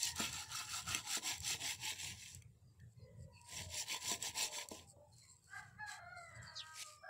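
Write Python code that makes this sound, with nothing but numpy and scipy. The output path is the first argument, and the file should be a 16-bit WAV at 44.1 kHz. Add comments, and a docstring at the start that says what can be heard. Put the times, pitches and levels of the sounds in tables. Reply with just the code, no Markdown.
"""A long knife saws a fish into steaks on a wooden block: two runs of strokes tear through scales,
bones snap and ping the blade, and the block knocks. A wet hand rubs over the slice and peels it
off the wood with a squelch. A hoarse rooster crows across the yard, its harmonics shaped by throat
and beak. Other roosters and faint chirps sound far away, over a low outdoor rumble."""
import sys
import numpy as np
from scipy import signal
from scipy.fft import rfft, irfft, next_fast_len
from scipy.io import wavfile
from scipy.ndimage import uniform_filter1d, map_coordinates

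SR = 44100
rng = np.random.default_rng(int(sys.argv[2]) if len(sys.argv) > 2 else 0)


def wav_record(signal):
    """Record a signal, one row per channel, as 16-bit PCM in the file named by sys.argv[1]."""
    frames = np.transpose(np.atleast_2d(signal))
    bounded = np.clip(frames, -1, 1)
    # unit amplitude maps onto the largest positive 16-bit level
    quanta = np.round(bounded * 32767).astype(np.int16)
    wavfile.write(sys.argv[1], SR, quanta)


N = 312669
TIME = np.arange(N) / SR


def amp(db):
    """Decibels to gain."""
    return 10 ** (np.asarray(db) / 20)


def unit(x):
    """Scale to rms 1."""
    return x / np.sqrt(np.mean(x ** 2) + 1e-20)


def along(points, hz):
    """Read (freq_hz, value) points on a log axis."""
    freqs, values = np.transpose(points)
    return np.interp(np.log(hz + 1), np.log(freqs + 1), values)


def curves(rows):
    """One value per sample for each column after time_s."""
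    time_s, *columns = np.transpose(rows)
    return [np.interp(TIME, time_s, column) for column in columns]


def during(rows):
    """Soft gate from the first row's time to the last's."""
    return uniform_filter1d(1. * ((TIME >= rows[0][0]) & (TIME <= rows[-1][0])), 256)


def wobble(rate_hz, size=N):
    """Smooth random curve, rate_hz knots a second."""
    knots = rng.standard_normal(int(size * rate_hz / SR) + 4)
    return map_coordinates(knots, [np.arange(size) * rate_hz / SR])


def filtered(x, response):
    """Apply a complex frequency response."""
    size = next_fast_len(len(x) + 8192)
    return irfft(rfft(x, size) * response(np.fft.rfftfreq(size, 1 / SR)), size)[:len(x)]


def coloured(x, spectrum):
    """Shape by (freq_hz, gain_db) points; rms 1."""
    return unit(filtered(x, lambda hz: amp(along(spectrum, hz))))


def resonate(x, peaks):
    """Pass through (freq_hz, width_hz, gain_db) resonances; rms 1."""
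    return unit(filtered(x, lambda f: sum(amp(db) * 1j * f * width / (hz * hz - f * f + 1j * f * width)
                                          for hz, width, db in peaks)))


def grains(rate_hz, spread_db):
    """Tiny random ruptures of log-normal size."""
    clicks = (rng.random(N) < rate_hz / SR) * rng.choice([-1, 1], N)
    return unit(clicks * amp(spread_db * np.clip(rng.standard_normal(N), -2, 2)))


def patchy(x, depth_db, size=256):
    """Randomly shifting colour; a larger size gives narrower, slower patches."""
    spectra = signal.stft(x, nperseg=size)[2]
    field = uniform_filter1d(rng.standard_normal(spectra.shape), size=4, axis=0)
    field = uniform_filter1d(field, size=6, axis=1)
    return unit(signal.istft(spectra * amp(depth_db * unit(field)), nperseg=size)[1][:N])


def partial(phase, hoarse, blur_hz):
    """Sine of rms 1; the hoarse share of its power smears into a narrow band."""
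    hoarse = np.clip(hoarse, 0, 1)
    smear = wobble(blur_hz, len(phase)) * np.sin(phase) + wobble(blur_hz, len(phase)) * np.cos(phase)
    return np.sqrt(2 * (1 - hoarse)) * np.sin(phase) + np.sqrt(hoarse) * smear


def glide(start_s, end_s, first_hz, last_hz):
    """Phase and arched envelope of a sliding note."""
    progress = np.linspace(0, 1, max(int((end_s - start_s) * SR), 2))
    pitch_hz = first_hz + (last_hz - first_hz) * progress
    return 2 * np.pi * np.cumsum(pitch_hz) / SR, np.abs(np.sin(np.pi * progress)) ** 0.4


def add(track, start_s, sound):
    """Mix a sound into a track."""
    part = track[max(round(start_s * SR), 0):][:len(sound)]
    part += sound[:len(part)]


def swing(start_s, fastest_s, end_s):
    """Hand speed, 0-1: gathers pace, peaks, comes to rest."""
    return np.abs(np.sin(np.pi * np.interp(TIME, [start_s, fastest_s, end_s], [0, .5, 1])))


def in_turn(speeds, levels_db, power):
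    """Gain of successive movements, each growing with a power of its speed."""
    return np.sqrt(sum((amp(db) * speed ** power) ** 2 for speed, db in zip(speeds, levels_db)) + 1e-16)


def tearing(rate_hz):
    """Scales tear in clumps, each with its own colour."""
    clumps = amp(1.4 * wobble(150))
    ruptures = patchy(grains(rate_hz, spread_db=4), depth_db=2)
    return clumps * patchy(ruptures, depth_db=2.4, size=1024)


# Blade resonances: freq_hz, width_hz, gain_db
BLADE_MODES = [(2163, 93, -2.5), (2635, 51, 3.5), (3262, 130, -2), (4480, 120, 0.5), (6100, 190, -2.5),
               (7660, 630, 2)]


def blade_ring():
    """Flesh grips the blade at a moving point, so its resonances come and go."""
    ringing = sum(amp(db + 3.5 * wobble(12)) * resonate(grains(1200, spread_db=4), [(hz, .6 * width, 0)])
                  for hz, width, db in BLADE_MODES)
    return coloured(ringing, [(1300, -22), (2000, -1.5), (8000, 4), (11000, -5)])


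# Scales tearing, heard through the blade: freq_hz, gain_db
RASP_SPECTRUM = [(2600, -32.5), (3800, -2), (4450, -1.5), (5000, -5.5), (5700, 2.5), (6700, -8), (7400, 4),
                 (8500, -10.5), (10200, -8), (11200, -18.5), (15800, -20)]
# Edge deep in flesh and bone: freq_hz, gain_db
BITE_SPECTRUM = [(1150, -40.5), (1400, -30.5), (1650, -4.5), (2150, -0.5), (2400, -2.5), (2700, -0.5),
                 (3500, 0.5), (4300, -7.5), (6000, -19.5)]


def cut(strokes, block_spectrum, fizz_db, jolts_db):
    """Strokes tear scales and fibres; a faster blade is louder and tears more a second."""
    _, fastest_s, _, rasp_db, bite_db, block_db, slit_db = np.transpose(strokes)
    speeds = [swing(*row[:3]) for row in strokes]
    turnaround = during(strokes) * amp(np.interp(TIME, fastest_s, rasp_db) - 21)
    level = in_turn(speeds, rasp_db, power=1.85) + turnaround
    speed = np.sqrt(level / level.max())
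    # A deep bite trades bright rasp for a coarser, lower one.
    depth = np.clip(amp(np.interp(TIME, fastest_s, bite_db) + 1.4 * wobble(25)), 0, .9)
    rasp = np.sqrt(1 - depth ** 2) * amp(-5) * coloured(tearing(1500 + 5000 * speed), RASP_SPECTRUM)
    bite = depth * amp(-3.5) * coloured(tearing(600 + 2200 * speed), BITE_SPECTRUM)
    steel = amp(-9) * blade_ring()
    fizz = amp(fizz_db + 3 * wobble(70)) * speed
    fizz *= coloured(grains(6000, spread_db=7), [(7000, -32), (11500, 1), (15800, 7)])
    # The narrow slit rings hollow until the flesh falls open.
    hollow = [(1100, -43), (1190, -5), (1270, 1.5), (1380, 5), (1500, -7), (1750, -12.5), (2200, -27.5)]
    slit = in_turn(speeds, rasp_db + slit_db, power=2) * amp(0.8 + 2.5 * wobble(35))
    slit *= coloured(grains(3000, spread_db=5.5), hollow)
    # The hand keeps pressing, so the block follows speed less.
    drive = in_turn(speeds, rasp_db + block_db, power=1)
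    block = drive * amp(1.2 + 2.5 * wobble(28))
    block *= coloured(patchy(grains(1200, spread_db=4), depth_db=4, size=2048), block_spectrum)
    # The edge catches and lets go, jolting the fish.
    thud = [(100, -16.5), (170, 2.5), (230, 0.5), (310, 7.5), (430, -4.5), (600, -17.5), (900, -44)]
    jolts = drive * amp(jolts_db + 3.57 * wobble(22.14)) * coloured(grains(160, spread_db=1.5), thud)
    return level * (rasp + bite + steel + fizz) + slit + block + jolts


# Blade pushes and pulls: start_s, fastest_s, end_s, rasp_db, bite_rel_db, block_rel_db, slit_rel_db
KNIFE_STROKES = [ (-.05, .06, 0.15, -40, -12, -24.5, -34), (0.139, 0.208, 0.36, -41.5, -4.5, -17, -13),
                 (0.27, 0.376, 0.5, -46, -6, -19.5, -11), (0.462, .57, 0.7, -44.5, -4.5, -22, -9.5),
                 (0.63, 0.759, 0.86, -43, -9.5, -22, -13.5), (0.836, 0.926, 1.047, -42, -4, -16.5, -9),
                 (1.022, 1.159, 1.205, -39, -5.5, -22.5, -13.5),
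                 (1.205, 1.283, 1.397, -40.5, -5, -16.5, -23), (1.404, 1.509, 1.586, -39, -6, -21.5, -22.5),
                 (1.564, 1.685, 1.777, -41.5, -5.5, -16.5, -29.5),
                 (1.774, 1.899, 1.961, -41.5, -5, -18.5, -43),
                 (1.921, 2.048, 2.197, -45.5, -5.5, -19.5, -55), (2.112, 2.229, 2.445, -52, -7.5, -27, -56),
                 (3.459, 3.588, 3.69, -48.5, -3.5, -14, -54), (3.665, 3.807, 3.857, -43.5, -10, -19, -52),
                 (3.843, 3.929, 4.005, -43.5, -4.5, -14, -30.5),
                 (3.979, 4.109, 4.186, -40.5, -7.5, -16.6, -32), (4.182, 4.273, 4.326, -43, -6, -10.5, -35),
                 (4.325, 4.416, 4.51, -39.5, -7, -13, -32), (4.487, 4.573, 4.68, -46, -4.5, -11, -27),
                 (4.689, 4.716, 4.89, -53.5, -5.5, -10.5, -45)]
# Fish pressed on the block, one list per cut: freq_hz, gain_db
PRESSED_SPECTRA = [
    [(150, -37), (300, -25), (420, -11), (560, -10.5), (700, 1), (850, 8.5), (1040, 7.5), (1160, -20),
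     (1500, -47)],
    [(150, -15), (320, -26.5), (440, 1.5), (520, -8), (620, -1.5), (800, 0), (1020, 9), (1150, -25),
     (1500, -31)],
]


def sawing():
    """The first cut frees a slice; the second bites into drier scales."""
    second_cut_s = 3
    first = [row for row in KNIFE_STROKES if row[0] < second_cut_s]
    second = [row for row in KNIFE_STROKES if row[0] >= second_cut_s]
    return (cut(first, PRESSED_SPECTRA[0], fizz_db=-37, jolts_db=-10)
            + cut(second, PRESSED_SPECTRA[1], fizz_db=-15.5, jolts_db=-13))


# Rumble envelope: time_s, level_db
RUMBLE_LEVELS = [(0.0, -68), (0.31, -51.5), (0.43, -65.5), (0.75, -65), (0.93, -49.5), (1.09, -71),
                 (1.26, -76.5), (1.42, -54), (1.48, -61), (1.83, -61), (1.89, -69.5), (2.15, -58.5),
                 (2.31, -69.5), (2.35, -58.5), (2.61, -65), (2.67, -56), (2.76, -72), (2.84, -54.5),
                 (2.94, -74), (3.0, -61.5), (3.24, -57), (3.49, -74.5), (3.57, -53.5), (3.99, -75),
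                 (4.05, -59.5), (4.23, -68), (4.31, -60), (4.68, -81.5), (4.72, -67), (5.55, -73),
                 (5.61, -61), (5.81, -63.5), (5.94, -76), (6.06, -64), (6.34, -66.5), (6.4, -55.5),
                 (6.57, -72.5), (7.09, -78.5)]
# Outdoor rumble: freq_hz, gain_db
RUMBLE_SPECTRUM = [(20, -39.5), (35, -22.5), (52, -10), (68, -9), (87, 5.5), (101, -1), (113, 5), (130, -3),
                   (175, -8.5), (260, -37), (480, -24), (700, -71.5)]
# Background hiss: freq_hz, gain_db
HISS_SPECTRUM = [(100, 2.5), (500, 9.5), (900, 4), (1300, -1.5), (3200, -4.5), (6300, -5.5), (7600, 6),
                 (9000, -4.5), (15500, -11.5)]


def outdoors():
    """Restless low rumble with small bumps, and a faint flickering background hiss."""
    level_db, = curves(RUMBLE_LEVELS)
    rumble = coloured(rng.standard_normal(N), RUMBLE_SPECTRUM)
    bump_spectrum = [(90, -30.5), (140, 7), (200, 8.5), (300, -20), (450, -17.5), (650, -44.5)]
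    bumps = amp(-15 + 1.5 * wobble(22)) * coloured(rng.standard_normal(N), bump_spectrum)
    hiss = amp(-81) * coloured(patchy(rng.standard_normal(N), depth_db=4.5, size=1024), HISS_SPECTRUM)
    sway_db = 2 * wobble(14)
    return amp(level_db + sway_db) * (rumble + bumps) + hiss


# Distant rooster notes: start_s, end_s, first_hz, last_hz, level_db, overtone_rel_db, hoarseness
FAR_NOTES = [(0, 0.241, 952, 913, -63, 0.5, 0.34), (0.246, 0.713, 908, 845, -68.5, -1, .25),
             (1.03, 1.159, 870, 752, -61.5, -25, 0.3), (2.982, 3.14, 491, 518, -67.5, -24, 0.83),
             (3.163, 3.335, 548, 530, -70, -32, 0.8), (2.957, 3.249, 1038, 967, -87, 3.5, 0.3),
             (3.272, 3.502, 974, 947, -73, -17, 0.42), (3.555, 3.822, 654, 593, -66, -36, 0.3),
             (4.376, 4.708, 637, 560, -64, -20, 0.2), (4.671, 4.945, 862, 781, -78, -47, 0.05),
             (4.928, 5.052, 561, 600, -67, -24, 0.23), (4.963, 5.164, 869, 808, -77, -32, 0.65),
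             (5.228, 5.368, 1094, 985, -81, -6, .4), (7.025, 7.204, 677, 760, -54.5, -10, 1.07),
             (7.034, 7.194, 1592, 1730, -54, -35, 0.87), (6.97, 7.168, 1185, 1136, -69, -10, 0.2)]


def far_roosters():
    """Distance leaves these crows only their two lowest harmonics."""
    out = np.zeros(N)
    for start_s, end_s, first_hz, last_hz, level_db, overtone_db, hoarse in FAR_NOTES:
        phase, arch = glide(start_s, end_s, first_hz, last_hz)
        fundamental = partial(phase, hoarse, blur_hz=158)
        overtone = amp(overtone_db) * partial(2 * phase, hoarse, blur_hz=304)
        add(out, start_s, amp(level_db) * arch * (fundamental + overtone))
    return out


# Bone and scale snaps, wet ticks: start_s, peak_db, low_boost_db
BONE_SNAPS = [(0.0311, -21.5, -14.5), (0.053, -27, -10.5), (0.16, -36, -27), (0.3296, -29.5, -15),
              (0.6977, -39.5, -23), (0.9476, -21, 9), (1.3808, -38.5, -16), (1.404, -34, -7),
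              (2.3478, -39, -43), (2.422, -50.5, 5), (2.8002, -61.5, 8.5), (3.415, -48, -25),
              (4.1164, -25, 1), (4.226, -27, -24), (4.6875, -34, -32), (5.1834, -52, -33),
              (5.442, -59, -34), (6.6667, -51, 13)]


def snaps():
    """A bone gives way in milliseconds and pings the blade; thick ones sound lower."""
    out, t = np.zeros(N), np.arange(SR // 20) / SR
    for start_s, peak_db, low_db in BONE_SNAPS:
        crack = rng.standard_normal(len(t)) * (np.exp(-t / .001) + amp(-20) * np.exp(-t / .006))
        spectrum = [(700, low_db - 30), (2500, low_db - 6), (5000, 5.5), (9000, -2), (15000, -1.5)]
        ping = coloured(unit(crack) + amp(11.5) * resonate(crack, BLADE_MODES), spectrum)
        add(out, start_s, amp(peak_db) * ping / np.abs(ping).max())
    return out


# Blade bumps on the block: start_s, level_db
BLOCK_KNOCKS = [(0.199, -35), (0.905, -70), (0.947, -46), (1.169, -42), (1.507, -50), (1.544, -49),
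                (1.917, -53.5), (3.605, -54), (4.087, -50), (4.113, -38.5), (4.714, -40.5), (4.964, -58)]
# Wooden block modes: freq_hz, level_db, t60_s
BLOCK_MODES = [(165, -7.5, 0.061), (212, 2, 0.13), (311.8, 1, 0.14), (395, 0, 0.12), (459, 2, 0.078),
               (660, 0, 0.15), (760, -6.5, 0.056), (825, 3.5, 0.033), (971, 4.5, 0.052)]


def knocks():
    """Blows cushioned by flesh ring the block's damped modes; it shudders on its base."""
    out, t = np.zeros(N), np.arange(SR // 4) / SR
    base_spectrum = [(100, -16), (190, 3.5), (330, -4), (600, -4.5), (1000, -15.5), (1400, -44.5)]
    for start_s, level_db in BLOCK_KNOCKS:
        ring = np.zeros(len(t))
        for k, (hz, mode_db, t60_s) in enumerate(BLOCK_MODES):
            decay = amp(mode_db + rng.normal(0, 3) - 60 * t / t60_s)
            ring += (-1) ** k * decay * np.sin(2 * np.pi * hz * rng.normal(1, .02) * t)
        shudder = amp(-19.5 - 60 * t / 0.52) * coloured(rng.standard_normal(len(t)), base_spectrum)
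        add(out, start_s, amp(level_db + 0.5) * (ring / np.abs(ring).max() + shudder))
    return out


# Faint bird chirps: start_s, end_s, first_hz, last_hz, level_db
CHIRP_NOTES = [(2.412, 2.431, 2380, 2220, -71), (2.639, 2.748, 4770, 4770, -82),
               (2.792, 2.838, 1790, 1740, -75.5), (2.97, 3.05, 4270, 4170, -78),
               (3.01, 3.078, 4940, 4830, -77.5), (3.327, 3.402, 2690, 2630, -72.5),
               (3.317, 3.398, 4680, 4380, -74), (5.117, 5.345, 4250, 4150, -72.5),
               (5.221, 5.256, 2180, 2120, -70.5), (6.432, 6.547, 4850, 4310, -64.5),
               (6.927, 7.114, 5380, 5230, -77.5)]


def chirps():
    """Short high bird notes with a ragged flutter."""
    out = np.zeros(N)
    for start_s, end_s, first_hz, last_hz, level_db in CHIRP_NOTES:
        phase, arch = glide(start_s, end_s, first_hz, last_hz)
        flutter_db = 3 * wobble(45, len(phase))
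        add(out, start_s, amp(level_db + flutter_db) * arch * partial(phase, hoarse=.85, blur_hz=350))
    return out


# Wet fingers on skin and wood: start_s, fastest_s, end_s, level_db, firmness
FINGER_RUBS = [(2.86, 2.94, 2.94, -77.5, 0.02), (3.16, 3.221, 3.28, -72.5, 0),
               (3.326, 3.393, 3.47, -70.5, 0.16), (3.403, 3.517, 3.74, -57.5, 0.2),
               (4.865, 4.896, 4.94, -61.5, 0.03), (5.066, 5.211, 5.46, -67.5, 0.16),
               (5.407, 5.472, 5.8, -69.5, 0.1), (5.5, 5.602, 5.62, -62, .7), (5.858, 5.886, 6.01, -57, 0.8),
               (5.98, 6.052, 5.9, -65, 0.74), (6.15, 6.178, 6.446, -66.5, 0), (6.344, 6.365, 6.39, -65, 0),
               (6.416, 6.422, 6.52, -64, 0.1), (6.46, 6.617, 7.1, -67.5, 0.66),
               (6.722, 6.827, 6.84, -49.5, .95), (6.78, 6.865, 7, -58.5, 0.58)]
# Sticky contact: freq_hz, gain_db
STICKY_SPECTRUM = [(2000, -64), (3600, -72), (4400, 0.5), (5300, -5), (6400, -12), (7700, 9), (9500, -9),
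                   (15500, -26)]
# Sliding skin: freq_hz, gain_db
SLIDING_SPECTRUM = [(600, -15), (1500, -10), (2400, 5.5), (3500, -2.5), (4400, 4.5), (6000, 2.5), (7700, 2),
                    (10500, -5.5), (15500, -19)]


def hand():
    """A light touch rustles stickily; a firm one slides with a broad hiss."""
    _, fastest_s, _, levels_db, firmness = np.transpose(FINGER_RUBS)
    speeds = [swing(*row[:3]) for row in FINGER_RUBS]
    level = in_turn(speeds, levels_db, power=1.48) * amp(0.98 * wobble(60))
    firm = np.interp(TIME, fastest_s, firmness) ** 2
    sticky = coloured(patchy(grains(1500, spread_db=5), depth_db=5, size=1024), STICKY_SPECTRUM)
    sliding = coloured(tearing(5000), SLIDING_SPECTRUM)
    return level * (amp(-0.5) * np.sqrt(1 - firm) * sticky + amp(2) * np.sqrt(firm) * sliding)


# Crow, one list per syllable:
# time_s, pitch_hz, level_db, fundamental_rel_db, hoarseness, period_doubling, beak_opening_db
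CROW_SYLLABLES = [
    [(5.47, 726, -80, -14, 0.9, 0.5, 0), (5.54, 806, -51, -11.5, 0.6, 0.47, -13),
     (5.6, 800.5, -56, -10, 0.86, 1, -5), (5.7, 759, -73, -5, 1, 1, -5)],
    [(5.775, 800, -72, -15, 0.4, 1, -11), (5.803, 855.6, -50, -6.5, 0.07, .05, -4.5),
     (5.87, 833, -50, -11, 0.07, 0, -4), (5.91, 807, -54.5, -8, 1, 0.89, 16),
     (5.99, 811, -58.5, -5, 0.8, 1, 5)],
    [(5.99, 695, -59.5, -5.5, 0.25, 0.41, -1.5), (6.12, 711.7, -53.5, -2, 0.13, 0, 4.5),
     (6.28, 670, -61, -9, 0.3, 0.03, 8), (6.36, 648.5, -59.5, -9.5, 0.89, 0.66, 1.5),
     (6.48, 638, -60.5, -17, .75, .9, 0.5), (6.57, 628, -65, -8.5, 0.42, 1, 2),
     (6.7, 632.2, -58, -36, 0, 1, -4.5), (6.82, 629, -69.5, -18, 0.01, 0.1, -33),
     (6.89, 604, -58.5, -11.5, 0, 0, -36), (7.0, 603, -72, -13, 0, 0.01, -16)],
]
# Rooster throat response: freq_hz, gain_db
THROAT_SPECTRUM = [(950, -2.5), (1300, 5), (1650, 7), (2050, 1), (2300, -23), (2550, -16.5), (2800, -43),
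                   (3080, 0.5), (3400, -36), (3850, -17.5), (4150, -6), (4500, -36), (5200, -27),
                   (6500, -45)]


def rooster():
    """Harmonics through the throat; under strain they blur and half-order lines grow between them."""
    rows = np.vstack(CROW_SYLLABLES)
    pitch_hz, level_db, fundamental_db, hoarse, doubling, beak_db = curves(rows)
    phase = 2 * np.pi * np.cumsum(pitch_hz * (1 + 0.0062 * wobble(110))) / SR
    orders = np.arange(3, 19) / 2
    # A closing beak mutes upper harmonics; uneven cycles blur the highest most.
    gains = [amp(along(THROAT_SPECTRUM, k * pitch_hz) + beak_db * (k >= 3) + 2 * wobble(14))
             * (doubling if k % 1 else 1) for k in orders]
    upper = sum(gain * partial(k * phase, hoarse + 0.0056 * k * k, blur_hz=250)
                for k, gain in zip(orders, gains))
    upper /= np.linalg.norm(gains, axis=0)
    share = np.clip(amp(fundamental_db), 0, .9)
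    voice = share * partial(phase, hoarse, blur_hz=201) + np.sqrt(1 - share ** 2) * upper
    return during(rows) * amp(level_db) * voice


# Air pocket under the gripping fingers: time_s, resonance_hz, level_db
AIR_POCKET = [(6.535, 5350, -79), (6.558, 4670, -48), (6.572, 4420, -44), (6.583, 4500, -42.5),
              (6.594, 3990, -45.5), (6.607, 3400, -46), (6.618, 3090, -49), (6.65, 2964, -62)]


def squelch():
    """Trapped air sputters past a wet seal; both resonances fall as the pocket widens."""
    resonance_hz, level_db = curves(AIR_POCKET)
    phase = 2 * np.pi * np.cumsum(resonance_hz) / SR
    lower = partial(phase, hoarse=1, blur_hz=1193)
    upper = amp(-10.5) * partial(1.42 * phase, hoarse=0.79, blur_hz=1850)
    return amp(level_db - 4 + 2.1 * wobble(160)) * during(AIR_POCKET) * (lower + upper)


# Yard echo decay: freq_hz, t60_s
YARD_DECAY = [(200, 0.12), (1500, 0.25), (5000, 0.083), (12000, 0.28)]


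def yard(x):
    """Scattered echoes from walls and trees."""
    hz, t, spectra = signal.stft(rng.standard_normal(SR // 2), SR, nperseg=256)
    decay = amp(-60 * t / along(YARD_DECAY, hz)[:, None])
    tail = signal.istft(spectra * decay, SR, nperseg=256)[1]
    delayed_tail = np.pad(tail / np.linalg.norm(tail), (400, 0))
    return signal.fftconvolve(x, delayed_tail)[:N]


def scene():
    """Work on the block is close and nearly dry; the birds arrive with the yard's echoes."""
    near = sawing() + snaps() + knocks() + hand() + squelch()
    far = rooster() + far_roosters() + chirps()
    return (near + amp(-18.5) * yard(near) + amp(0.5) * far + amp(-2) * yard(far) + outdoors())[None]


def record(dry):
    """Microphone band limit."""
    top_hz = 15700
    return np.array([filtered(channel, lambda hz: hz < top_hz) for channel in dry])


dry = scene()
out = record(dry)
wav_record(out)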